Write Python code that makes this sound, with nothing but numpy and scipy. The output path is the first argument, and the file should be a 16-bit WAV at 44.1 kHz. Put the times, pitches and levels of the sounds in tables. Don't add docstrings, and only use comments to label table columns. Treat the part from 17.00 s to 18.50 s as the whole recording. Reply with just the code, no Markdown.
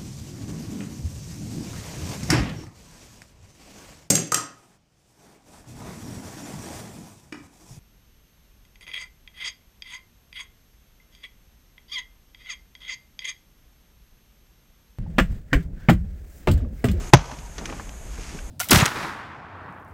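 import sys
import numpy as np
from scipy import signal
from scipy.fft import rfft, irfft
from scipy.io import wavfile
from scipy.ndimage import uniform_filter1d, minimum_filter1d

SR = 44100
rng = np.random.default_rng(int(sys.argv[2]) if len(sys.argv) > 2 else 0)


def convert_level_to_amplitude(level_db):
    exponent = np.asarray(level_db, float) / 20
    return 10 ** exponent


def store_wav(level_fs):
    pcm = np.round(np.clip(np.atleast_2d(level_fs), -1, 1) * 32767)
    wavfile.write(sys.argv[1], SR, pcm.T.astype(np.int16))


N = 66150

# frequency in Hz, relative level per Hz in dB.
HISS_SPECTRUM = [(90, 2.5), (150, -1), (300, -11), (700, -8), (1100, -14.5), (2000, -16.5), (4300, -24.5),
                 (5700, -24.5), (6450, -9.5), (7200, -16.5), (9500, -24), (13000, -28), (14000, -33)]
# frequency in Hz, relative level per Hz in dB.
RUMBLE_SPECTRUM = [(15, -30), (28, 2), (40, -1), (55, 1), (70, -7.5), (110, -21)]
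HISS_DB, RUMBLE_DB = -47.5, -39

# time in seconds, level in dB.
CLOTH_MOVES = [(0, -51.5), (.1, -57.5), (.35, -53), (.5, -63), (.57, -54), (.7, -48), (.8, -51), (.95, -67),
               (1.1, -57.5), (1.14, -51), (1.3, -47), (1.39, -48), (1.42, -59), (1.5, -68)]
# time in seconds, level in dB.
AXE_SHUFFLE = [(0, -43), (.1, -51.5), (.4, -57), (.55, -61), (.62, -41), (.72, -41), (.82, -46), (1, -53.5),
               (1.18, -49.5), (1.27, -52), (1.35, -45), (1.45, -60), (1.5, -52)]
# frequency in Hz, relative level per Hz in dB.
CLOTH_SPECTRUM = [(500, -12), (1200, -3), (2500, 1), (4000, -7), (5500, -2), (7000, -5.5), (10000, -15.5)]
# frequency in Hz, relative level per Hz in dB.
WOOD_SPECTRUM = [(70, -2.5), (150, 4.5), (320, 1), (700, -13), (1200, -10), (2500, -20)]

# frequency in Hz, time to fall 60 dB in seconds.
TREE_DECAY = [(100, .5), (400, 0.87), (950, 1.16), (2000, 0.67), (6000, 0.84), (12000, 0.65)]
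# frequency in Hz, relative starting level in dB.
TREE_SPECTRUM = [(100, -2), (150, 10), (400, -6), (650, 0.5), (980, 3), (1500, -2.5), (4000, -0.5),
                 (6400, -5.5), (10000, -5.5)]
TREES_DB, TREES_RING_DB = -28.5, -17

# start in seconds, level in dB, lowest frequency in Hz, highest frequency in Hz,
# time to fall 60 dB in seconds.
TICKS = [(0.167, -25.5, 800, 7060, 0.041), (.193, -31, 500, 6000, .04), (.2574, -40, 4200, 7000, 0.026),
         (.314, -35, 700, 6840, 0.038), (.387, -41.5, 1490, 6540, .05), (.46, -43, 4460, 7260, 0.025),
         (0.5812, -31, 890, 7050, 0.058), (0.6554, -27.5, 2500, 8400, 0.029),
         (.656, -30.5, 1500, 2600, 0.028), (0.6986, -31.5, 1500, 3150, 0.022),
         (.7265, -31.5, 1800, 3240, 0.014), (0.8924, -38, 795, 6900, 0.02),
         (1.1774, -41.5, 1110, 1970, .03), (1.2153, -45, 3500, 6500, 0.028),
         (1.3879, -35, 1010, 2950, 0.028)]
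# start in seconds, level in dB, lowest frequency in Hz,
# highest frequency in Hz, time to fall 60 dB in seconds.
KNOCKS = [(.29, -40, 700, 1190, 0.19), (0.313, -33.5, 740, 1703, 0.072), (.322, -30.5, 99, 296, 0.11),
          (.385, -39.5, 99.9, 200, .15), (.579, -34.5, 200, 1180, 0.11), (.611, -36.5, 200, 905, 0.17),
          (0.69, -30, 250, 1460, 0.058), (.702, -34, 180, 450, .07), (.7235, -30, 300, 1480, 0.062),
          (.796, -29.5, 440, 2290, 0.047), (1.183, -34, 90, 750, .07), (1.346, -37, 110, 600, 0.068)]
KNOCK_RING_DB = -8.5
SNAP = 6.8
MIC_HZ, MIC_WIDTH_HZ, MIC_DB = 6210, 510, 11

# starting pitch in Hz, level in dB,
# time to fall 60 dB in seconds, time constant of the rise in seconds.
LOG_MODES = [(47.6, -21, .22, .03), (82.6, -10.5, 0.12, 0.019), (137.9, 5, 0.063, 0.0065),
             (163.4, -10.5, 0.11, 0.0065), (279.6, -15.5, 0.072, 0.0064), (369, 5, 0.025, 0.0022),
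             (618, -8.5, 0.0538, 0.0043), (700, -8, 0.046, 0.0014), (838.8, 6, 0.024, 0.0016),
             (1003, -8, 0.047, 0.0028), (1311, -7.5, 0.034, 0.00095), (1592, -10.5, 0.022, 0.00098),
             (1895, -4.5, 0.024, 0.00067), (2198, -11, 0.037, 0.00072), (2547, -14.5, 0.032, 0.00085)]
SAG, SAG_S = 0.044, 0.04
# frequency in Hz, relative level per Hz in dB.
CRACK_SPECTRUM = [(300, 4), (1000, -1.5), (3000, -4.5), (4500, -13), (6300, -1.5), (8000, -22.5),
                  (13000, -29), (16000, -47)]
# frequency in Hz, relative level per Hz in dB.
SPLINTER_SPECTRUM = [(250, -3), (600, 0.5), (1100, -1), (2500, -9), (4500, -12.5), (6300, -7), (7500, -19)]
CRACK_DB, CRACK_T60_S = -5, 0.035
SPLINTER_DB, SPLINTER_T60_S = -26, 0.14
TOUCH_S, TOUCH_DB, TOUCH_HIGH_HZ = 0.1287, -20, 3500
CHOP_S, CHOP_DB = 0.1344, 14

AHEAD_S, TRIP_DB = 0.0295, -12
DUCK_DB, DUCK_S = 5.5, 0.061
HOLD_DB, HOLD_S = 5.5, 2.2
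CEILING = 1.04


def evened(x):
    return x / np.sqrt(np.mean(x ** 2) + 1e-20)


def read(points, hz):
    f, value = np.transpose(points)
    return np.interp(np.log(hz + 1), np.log(f + 1), value)


def curve(points):
    s, db = np.transpose(points)
    return convert_level_to_amplitude(np.interp(np.arange(N) / SR, s, db))


def add(mix, s, sound):
    part = mix[round(s * SR):][:len(sound)]
    part += sound[:len(part)]


def coloured(x, points):
    hz = np.fft.rfftfreq(len(x), 1 / SR)
    ends = [(points[0][0] / 2, -70)] + list(points) + [(points[-1][0] * 1.1, -90)]
    return evened(irfft(rfft(x) * convert_level_to_amplitude(read(ends, hz)), len(x)))


def gritty(count, per_s, spread_db, smooth):
    boost_db = spread_db * np.minimum(rng.exponential(1, count), 4)
    size = convert_level_to_amplitude(boost_db) * (rng.random(count) < per_s / SR)
    clicks = evened(size * rng.choice([-1., 1.], count))
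    return clicks + smooth * rng.standard_normal(count)


def hiss_and_rumble():
    hiss = convert_level_to_amplitude(HISS_DB) * coloured(rng.standard_normal(N), HISS_SPECTRUM)
    rumble = convert_level_to_amplitude(RUMBLE_DB) * coloured(rng.standard_normal(N), RUMBLE_SPECTRUM)
    return hiss + rumble


def rustle():
    cloth = curve(CLOTH_MOVES) * coloured(gritty(N, 2800, 3.6, 0.62), CLOTH_SPECTRUM)
    shuffle = curve(AXE_SHUFFLE) * coloured(gritty(N, 800, 2., 1.), WOOD_SPECTRUM)
    return cloth + shuffle


def trees(x):
    hz, t, z = signal.stft(gritty(SR, 1500, 3.8, 0.15), SR, nperseg=256)
    fading_db = read(TREE_SPECTRUM, hz)[:, None] - 60 * t / read(TREE_DECAY, hz)[:, None]
    tail = signal.istft(z * convert_level_to_amplitude(fading_db), SR, nperseg=256)[1]
    tail = tail * np.minimum(np.arange(len(tail)) / (0.0085 * SR), 1)
    return convert_level_to_amplitude(TREES_DB) * signal.fftconvolve(x, tail / np.linalg.norm(tail))[:N]


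def burst(db, low_hz, high_hz, t60, rise):
    t = np.arange(8192) / SR
    f = np.fft.rfftfreq(len(t), 1 / SR) + 1
    edges = (1 + (low_hz / f) ** 4) * (1 + (f / high_hz) ** 6)
    mic_lift = convert_level_to_amplitude(MIC_DB * np.exp(-((f - MIC_HZ) / MIC_WIDTH_HZ) ** 2))
    band = mic_lift / edges / np.sqrt(f)
    snap = SNAP * (np.arange(len(t)) == round(rise * SR))
    grit = gritty(len(t), 3000, 3.2, 0.97) + snap
    return convert_level_to_amplitude(db - 60 * t / t60) * np.minimum(t / rise, 1) * evened(irfft(rfft(grit) * band))


def ring(sag, weight):
    t = np.arange(SR // 2) / SR
    slowed = t - sag * (t - SAG_S * (1 - np.exp(-t / SAG_S)))
    total = np.zeros(len(t))
    for hz, db, t60, rise in LOG_MODES:
        loudness = weight(hz) * convert_level_to_amplitude(db - 60 * t / t60) * (1 - np.exp(-t / rise))
        total += loudness * np.sin(2 * np.pi * hz * slowed)
    return total


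def ticks_and_knocks():
    out = np.zeros(N)
    for s, db, low_hz, high_hz, t60 in TICKS:
        add(out, s, burst(db, low_hz, high_hz, t60, 0.0012))
    for s, db, low_hz, high_hz, t60 in KNOCKS:
        add(out, s, burst(db, low_hz, high_hz, t60, 0.0025))
        log_ring = ring(0, lambda f: 1 / (1 + (low_hz / f) ** 4) / (1 + (f / high_hz) ** 4))
        add(out, s, convert_level_to_amplitude(db + KNOCK_RING_DB) * log_ring)
    return out


def chop():
    body, crack, t = np.zeros(N), np.zeros(N), np.arange(SR // 2) / SR
    tear = coloured(gritty(len(t), 4000, 3.3, 0.67), CRACK_SPECTRUM)
    tear *= np.minimum(t / 0.0028, 1)
    tear *= convert_level_to_amplitude(CRACK_DB - 60 * t / CRACK_T60_S)
    splinters = coloured(gritty(len(t), 900, 3.1, 0.5), SPLINTER_SPECTRUM)
    tear += convert_level_to_amplitude(SPLINTER_DB - 60 * t / SPLINTER_T60_S) * splinters
    add(crack, TOUCH_S, burst(TOUCH_DB, 530, TOUCH_HIGH_HZ, 0.2, 0.0043))
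    add(crack, CHOP_S, convert_level_to_amplitude(CHOP_DB) * tear)
    add(body, CHOP_S, convert_level_to_amplitude(CHOP_DB) * ring(SAG, lambda hz: 1))
    return body, crack


def scene():
    body, crack = chop()
    crack = crack + ticks_and_knocks()
    echoes = trees(crack + convert_level_to_amplitude(TREES_RING_DB) * body)
    return (body + crack + echoes + rustle() + hiss_and_rumble())[None]


def top_cut(x):
    return signal.sosfilt(signal.butter(12, 16250, fs=SR, output="sos"), x)


def record(dry):
    ahead, t = round(AHEAD_S * SR), np.arange(N) / SR
    loud = abs(dry[0]) > convert_level_to_amplitude(TRIP_DB)
    coming = -minimum_filter1d(-1. * loud, ahead + 1, origin=-(ahead // 2))
    since = t - np.maximum.accumulate(np.where(coming > 0, t, -99.))
    duck_db = DUCK_DB * np.exp(-since / DUCK_S) + HOLD_DB * np.exp(-since / HOLD_S)
    levelled = dry / convert_level_to_amplitude(uniform_filter1d(duck_db, 60) - HOLD_DB)
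    return top_cut(np.clip(levelled, -CEILING, CEILING))


dry = scene()
out = record(dry)
store_wav(out)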